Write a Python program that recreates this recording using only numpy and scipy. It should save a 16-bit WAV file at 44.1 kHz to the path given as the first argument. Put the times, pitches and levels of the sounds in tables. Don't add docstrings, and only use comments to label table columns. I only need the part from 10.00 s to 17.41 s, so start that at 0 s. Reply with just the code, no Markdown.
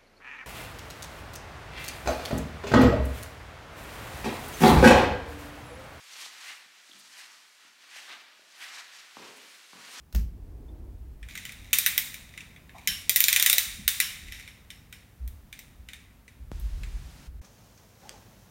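import sys
import numpy as np
from scipy import signal
from scipy.fft import rfft, irfft, next_fast_len
from scipy.io import wavfile
from scipy.ndimage import uniform_filter1d, minimum_filter1d

SR = 44100
rng = np.random.default_rng(int(sys.argv[2]) if len(sys.argv) > 2 else 0)


def bounce(signal):
    frames = np.transpose(np.atleast_2d(signal))
    limited = np.clip(frames, -1, 1)
    pcm = np.round(limited * 32767).astype(np.int16)
    wavfile.write(sys.argv[1], SR, pcm)


N = 327001
TIME = np.arange(N) / SR


def from_db(db):
    return 10 ** (np.asarray(db) / 20)


def fade(rows):
    return from_db(np.interp(TIME, *np.transpose(rows), left=-140, right=-140))


def unit_rms(x):
    return x / np.sqrt(np.mean(x ** 2) + 1e-20)


def butter(x, hz, kind, order):
    return signal.sosfilt(signal.butter(order, hz, kind, fs=SR, output="sos"), x)


def noise(colour):
    size = next_fast_len(N, real=True)
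    hz = np.maximum(np.fft.rfftfreq(size, 1 / SR), 1)
    points_hz, points_db = np.transpose(colour)
    gain = from_db(np.interp(np.log(hz), np.log(points_hz), points_db))
    roll_off = (1 + (points_hz[0] / 2 / hz) ** 4) * (1 + (hz / points_hz[-1] / 2) ** 4)
    return unit_rms(irfft(rfft(rng.standard_normal(size)) * gain / roll_off, size)[:N])


def add(out, s, sound):
    start = max(round(s * SR), 0)
    out[start:start + len(sound)] += sound[:max(N - start, 0)]


def swells(rows, attack_s, release_db_per_s):
    power = 0
    for start, length, db in rows:
        rise = np.clip((TIME - start) / attack_s, 0, 1)
        fall_db = release_db_per_s * np.maximum(TIME - start - length, 0)
        power += (rise * from_db(db - fall_db)) ** 2
    return np.sqrt(power)


def struck_modes(s, db, hz, width_hz, decay_s):
    out, t = np.zeros(N), TIME[:SR // 2]
    modes = butter(rng.standard_normal(len(t)), [hz - width_hz / 2, hz + width_hz / 2], "band", order=4)
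    add(out, s, from_db(db) * unit_rms(modes) * np.exp(-t / decay_s))
    return out


# f/Hz, level/dB
AIR_FADE = [(0, -60.5), (1.2, -59.5), (1.3, -53.5), (7.4, -58)]
AIR_SPECTRUM = [(50, -17), (85, -8.5), (150, -14), (235, -16), (350, -26.5), (700, -29.5), (1800, -34),
                (3700, -40.5), (8000, -43.5), (15500, -40)]
def room_tone():
    return fade(AIR_FADE) * noise(AIR_SPECTRUM)


# f/Hz, level/dB
SWISH_FADE = [(0.2, -77), (0.4, -58), (0.8, -54), (1.0, -60), (1.22, -65)]
SWISH_SPECTRUM = [(150, -8.5), (290, 2), (520, -11.5), (900, -17.5), (2000, -44.5)]
def swish():
    return fade(SWISH_FADE) * noise(SWISH_SPECTRUM)


# f/Hz, level/dB
HISS_FADE = [(6.51, -77), (6.52, -54.5), (6.9, -53.5), (7.27, -52), (7.3, -77)]
HISS_SPECTRUM = [(80, -16), (125, 8.5), (190, 1.5), (400, -12.5), (900, -11.5), (2700, -14), (6000, -17),
                 (11000, -23.5), (16000, -29)]
def hiss():
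    return fade(HISS_FADE) * noise(HISS_SPECTRUM)


def pop(start_s=6.5166, db=-28.5, first_swing_s=.00005, slowing=0.293, decay_s=0.0082):
    out, t = np.zeros(N), TIME[:SR // 8]
    phase = np.pi * (t / first_swing_s) ** slowing
    add(out, start_s, from_db(db) * np.sin(phase) * np.exp(-t / decay_s))
    return out


# t/s, peak level/dB, f/Hz, swell/s
PANEL_THUMPS = [(0.136, -16, 54.7, 0.035), (1.202, -33.5, 55, 0.029), (3.847, -37, 60, 0.015),
                (5.189, -30, 62, 0.049), (6.517, -29, 41.7, 0.029), (6.596, -25, 49, 0.053),
                (6.714, -27.5, 37.2, 0.026), (6.812, -27.5, 45.7, 0.042), (6.91, -29.5, 41, 0.035)]
def thumps():
    out, t = np.zeros(N), TIME[:SR // 2]
    for s, db, hz, swell in PANEL_THUMPS:
        swing = (t / swell * np.exp(1 - t / swell)) ** 2
        add(out, s, from_db(db) * swing * np.sin(2 * np.pi * hz * t))
    return out


# f/Hz, level/dB
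WEIGHT_SHIFTS = [(0.14, 0.057, -24.5), (0.35, 0.9, -40), (1.56, 0.078, -44.5), (2.18, 0.041, -53),
                 (2.88, 0.05, -48), (3.66, 0.14, -48), (4.22, 0.07, -41.5), (5.21, 0.063, -32.5),
                 (5.75, 0.079, -46), (6.39, 0.16, -40), (6.52, 0.42, -26.5), (7.27, 0.12, -38)]
FLOOR_SPECTRUM = [(20, -17.5), (35, -5), (58, 3), (80, -7), (110, -15.5), (200, -32)]
def floor_rumble(gain_db=-2, rest_db=-57, under_thump_db=-7):
    raw = noise(FLOOR_SPECTRUM)
    even = raw / np.sqrt(uniform_filter1d(raw ** 2, SR // 12))
    thumping = sum(np.exp(-((TIME - s - swell) / (2 * swell)) ** 2) for s, _, _, swell in PANEL_THUMPS)
    shifting = swells(WEIGHT_SHIFTS, attack_s=0.017, release_db_per_s=112.5)
    return even * np.hypot(from_db(rest_db), shifting) * from_db(gain_db + under_thump_db * thumping)


# t/s, level/dB, f/Hz, width/Hz, decay/s
WOOD_KNOCKS = [(0.146, -31.5, 150, 140, 0.061), (1.981, -48, 710, 496, 0.0083), (2.744, -47, 880, 420, .05),
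               (2.875, -43.5, 152, 107.2, 0.045), (3.094, -43, 590, 600, 0.012),
               (3.362, -55, 745, 350, 0.055), (3.525, -48, 619, 320, 0.055),
               (3.782, -38, 180, 113.5, 0.035)]
GLASS_CLINK = (0.68, -62, 3500, 250, .015)
def knocks_and_clink():
    return sum(struck_modes(*row) for row in WOOD_KNOCKS) + struck_modes(*GLASS_CLINK)


# f/Hz, level/dB
LATCH_CLICKS = [(0.126, -44.5), (0.1485, -31.5), (0.1596, -43)]
LATCH_SPECTRUM = [(150, -34), (250, -10), (723, -16.5), (2530, -14), (3580, -18.5), (5440, -13.5),
                  (10400, -23), (13200, -14), (16000, -15.5)]
def latch(click_s=0.003, rattle_db=-13, rattle_s=0.045):
    envelope, t = np.zeros(N), TIME[:SR // 3]
    decay = np.exp(-t / click_s) + from_db(rattle_db) * np.exp(-t / rattle_s)
    for s, db in LATCH_CLICKS:
        add(envelope, s, from_db(db) * decay)
    return envelope * noise(LATCH_SPECTRUM)


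def split_bands(x, low_hz=2900, high_hz=10500):
    edges = [(low_hz, "low"), ([low_hz, high_hz], "band"), (high_hz, "high")]
    return [butter(x, hz, kind, order=5) for hz, kind in edges]


def band_gains(contacts):
    _, middle_db, shell_db, treble_db, _ = np.transpose(contacts)
    return from_db([middle_db + shell_db, middle_db, middle_db + treble_db])


HALL_DECAYS = [0.72, 0.63, 0.47]
def hall_tail(contacts, tail_db=-4, build_s=0.0008, weak_modes_db=-9):
    times, *_, send_db = np.transpose(contacts)
    starts = (times * SR).astype(int)
    bed = butter(rng.standard_normal(N), 1350, "high", order=3)
    washes = split_bands(car_body(rng.standard_normal(N)) + from_db(weak_modes_db) * bed)
    out, build = 0, np.exp(-1 / (build_s * SR))
    for wash, gains, t60 in zip(washes, band_gains(contacts), HALL_DECAYS):
        fed = np.bincount(starts, (gains * from_db(send_db + tail_db)) ** 2, N)
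        kept_per_sample = from_db(-60 / (t60 * SR)) ** 2
        energy = signal.lfilter([1 - build], np.poly([build, kept_per_sample]), fed + 1e-18)
        out += unit_rms(wash) * np.sqrt(np.abs(energy))
    return out


# t/s, level/dB
NEAR_ECHOES = [(.0034, -6), (0.0085, -14), (0.01, -13)]
def near_walls(x, gain_db=5.0, t60_s=0.094, build_s=0.0036):
    t = TIME[:SR // 3]
    scatter = rng.standard_normal(len(t)) * from_db(-60 * t / t60_s) * (1 - np.exp(-t / build_s))
    response = scatter / np.linalg.norm(scatter)
    for delay, db in NEAR_ECHOES:
        response[round(delay * SR)] += from_db(db)
    return from_db(gain_db) * signal.fftconvolve(x, response)[:N]


# f/Hz, width/Hz, level/dB, decay/s
CHASSIS_JOLTS = [(2.874, 6), (4.001, 3), (4.321, -16), (4.476, -22), (4.704, -20), (4.927, -24)]
CHASSIS_RINGS = [(1650, 200, -42.5, .032), (2973, 410, -38, 0.06), (3970, 250, -43.5, 0.041),
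                 (5430, 450, -37.5, .055), (11440, 1100, -40.5, 0.052)]
def chassis():
    return sum(struck_modes(s, jolt_db + db, hz, width, decay)
               for s, jolt_db in CHASSIS_JOLTS for hz, width, db, decay in CHASSIS_RINGS)


# f/Hz, width/Hz, level/dB
BODY_MODES = [(1905, 413, 1), (2420, 550, 1.05), (3737, 273, 2), (4640, 620, -8), (5770, 1000, -6),
              (7280, 420, -5), (8190, 450, -7), (9350, 740, -6.5), (11330, 760, -6), (13590, 1800, -3.5),
              (14940, 1500, -4.5)]
def car_body(force, radiates_hz=1430):
    out = 0
    for k, (hz, width, db) in enumerate(BODY_MODES):
        radius = np.exp(-np.pi * width / SR)
        feedback = [1, -2 * radius * np.cos(2 * np.pi * hz / SR), radius ** 2]
        mode = (1 - radius ** 2) / 2 * signal.lfilter([1, 0, -1], feedback, force)
        out += (-1) ** k * from_db(db) * mode
    return butter(out, radiates_hz, "high", order=3)


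def tooth_snaps(contacts, gain_db, chatter_s, lead_s=.0003):
    direct, send, t = np.zeros(N), np.zeros(N), TIME[:SR // 50]
    for band, gains in enumerate(band_gains(contacts)):
        chatter = rng.choice([-1, 1], (len(contacts), len(t))) * t * np.exp(-t / chatter_s[band])
        rings = split_bands(car_body(chatter))[band]
        for (s, *_, send_db), ring, gain in zip(contacts, rings, gains):
            snap = from_db(gain_db) * gain * unit_rms(ring)
            add(direct, s - lead_s, snap)
            add(send, s - lead_s, from_db(send_db) * snap)
    return direct, send


# t/s, length/s, level/dB
HAND_STROKES = [(1.285, .16, -52.5), (1.45, .3, -59), (2.1, 0.29, -61.5), (2.745, 0.25, -61),
                (3.2, .35, -55.5), (3.7, 0.69, -56), (4.31, 0.04, -50.5)]
def gear_whirr(teeth_per_s=170, spread_db=5.0, rub_db=-16, gain_db=2.5):
    taps = (rng.random(N) < teeth_per_s / SR) * from_db(spread_db * rng.standard_normal(N))
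    rubbing = from_db(rub_db) * rng.standard_normal(N)
    mesh = butter(car_body(taps + rubbing), 5000, "low", order=1)
    return from_db(gain_db) * swells(HAND_STROKES, attack_s=.012, release_db_per_s=81.5) * unit_rms(mesh)


# t/s, middle level/dB, brightness/dB
GEAR_TICKS = [(1.2284, -52.5, -8), (1.2861, -49, -1), (1.3532, -39.5, 1), (1.3753, -38, 3),
              (1.452, -38.5, 5), (1.4918, -45, -3), (1.521, -46.5, 7), (2.142, -38.5, 6), (2.338, -56, -10),
              (2.376, -42.5, -3.5), (2.4056, -47.5, -5), (2.5615, -60, -17), (2.693, -57.5, -13),
              (2.7825, -52.5, -4), (4.2834, -50, -4.5), (4.3217, -40.5, 2), (4.3963, -47.5, -2),
              (4.476, -47.5, -3.5), (4.703, -44.5, 0.5), (4.926, -44, 3), (5.2765, -51, 15),
              (5.527, -43, 2.5), (5.5903, -44.5, 7.5), (5.8867, -45, -1.5), (5.933, -44, 1),
              (6.279, -54, -4), (6.598, -57.5, 17), (6.833, -47.5, -2.5)]
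def tick_contacts(shell_db=4, treble_db=-8, shell_loss=.55, send_db=-10):
    return [(s, db, shell_db - shell_loss * bright, treble_db + bright, send_db)
            for s, db, bright in GEAR_TICKS]


# t/s, middle level/dB, shell level/dB re middle, treble level/dB re middle
RATCHET_SNAPS = [(1.7306, -15.5, -4, 1), (1.7858, -20, -8.5, 2.5), (1.8621, -22, 1.5, 4.5),
                 (1.9783, -22, -3.5, 4), (2.8738, -22, -3, -2), (3.0944, -18, -8, 2.5),
                 (3.16, -17.5, -4, 4.5), (3.2042, -20, -5, 6.5), (3.2399, -16.5, -10, -2.5),
                 (3.283, -17, -1.5, -1.5), (3.3282, -17.5, -6.5, -3), (3.3615, -18.5, -0.5, -3),
                 (3.3978, -20.5, -6, -2), (3.4251, -19, -8, 2), (3.4614, -15, -3.5, -0.5),
                 (3.4981, -16, -6.5, -2), (3.5292, -18.5, -5.5, 2), (3.582, -17.5, -5, 1),
                 (3.8783, -17, -5, 1), (4.0016, -20.5, -1, 0)]
def ratchet_contacts(send_db=-9, shell_spread=.28):
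    return [(s, db, shell, treble, send_db + shell_spread * shell)
            for s, db, shell, treble in RATCHET_SNAPS]


def scene():
    snap_rows, tick_rows = ratchet_contacts(), tick_contacts()
    ratchet, ratchet_send = tooth_snaps(snap_rows, gain_db=-6.5, chatter_s=(.00075, .00065, .00058))
    ticks, tick_send = tooth_snaps(tick_rows, gain_db=-7.5, chatter_s=(.0011, .0009, .0006))
    room = near_walls(ratchet_send + tick_send) + hall_tail(snap_rows + tick_rows)
    car = ratchet + ticks + gear_whirr()
    background = room_tone() + swish() + hiss() + pop()
    bumps = latch() + thumps() + chassis() + knocks_and_clink()
    return (background + floor_rumble() + bumps + room + car)[None]


def record(dry, cutoff_hz=15900, ceiling=0.82):
    cut = signal.sosfilt(signal.ellip(10, .3, 80, cutoff_hz, fs=SR, output="sos"), dry)
    allowed_gain = np.minimum(1, ceiling / (np.abs(cut) + 1e-9))
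    held_gain = minimum_filter1d(allowed_gain, size=SR // 400)
    return cut * uniform_filter1d(held_gain, size=SR // 400)


dry = scene()
out = record(dry)
bounce(out)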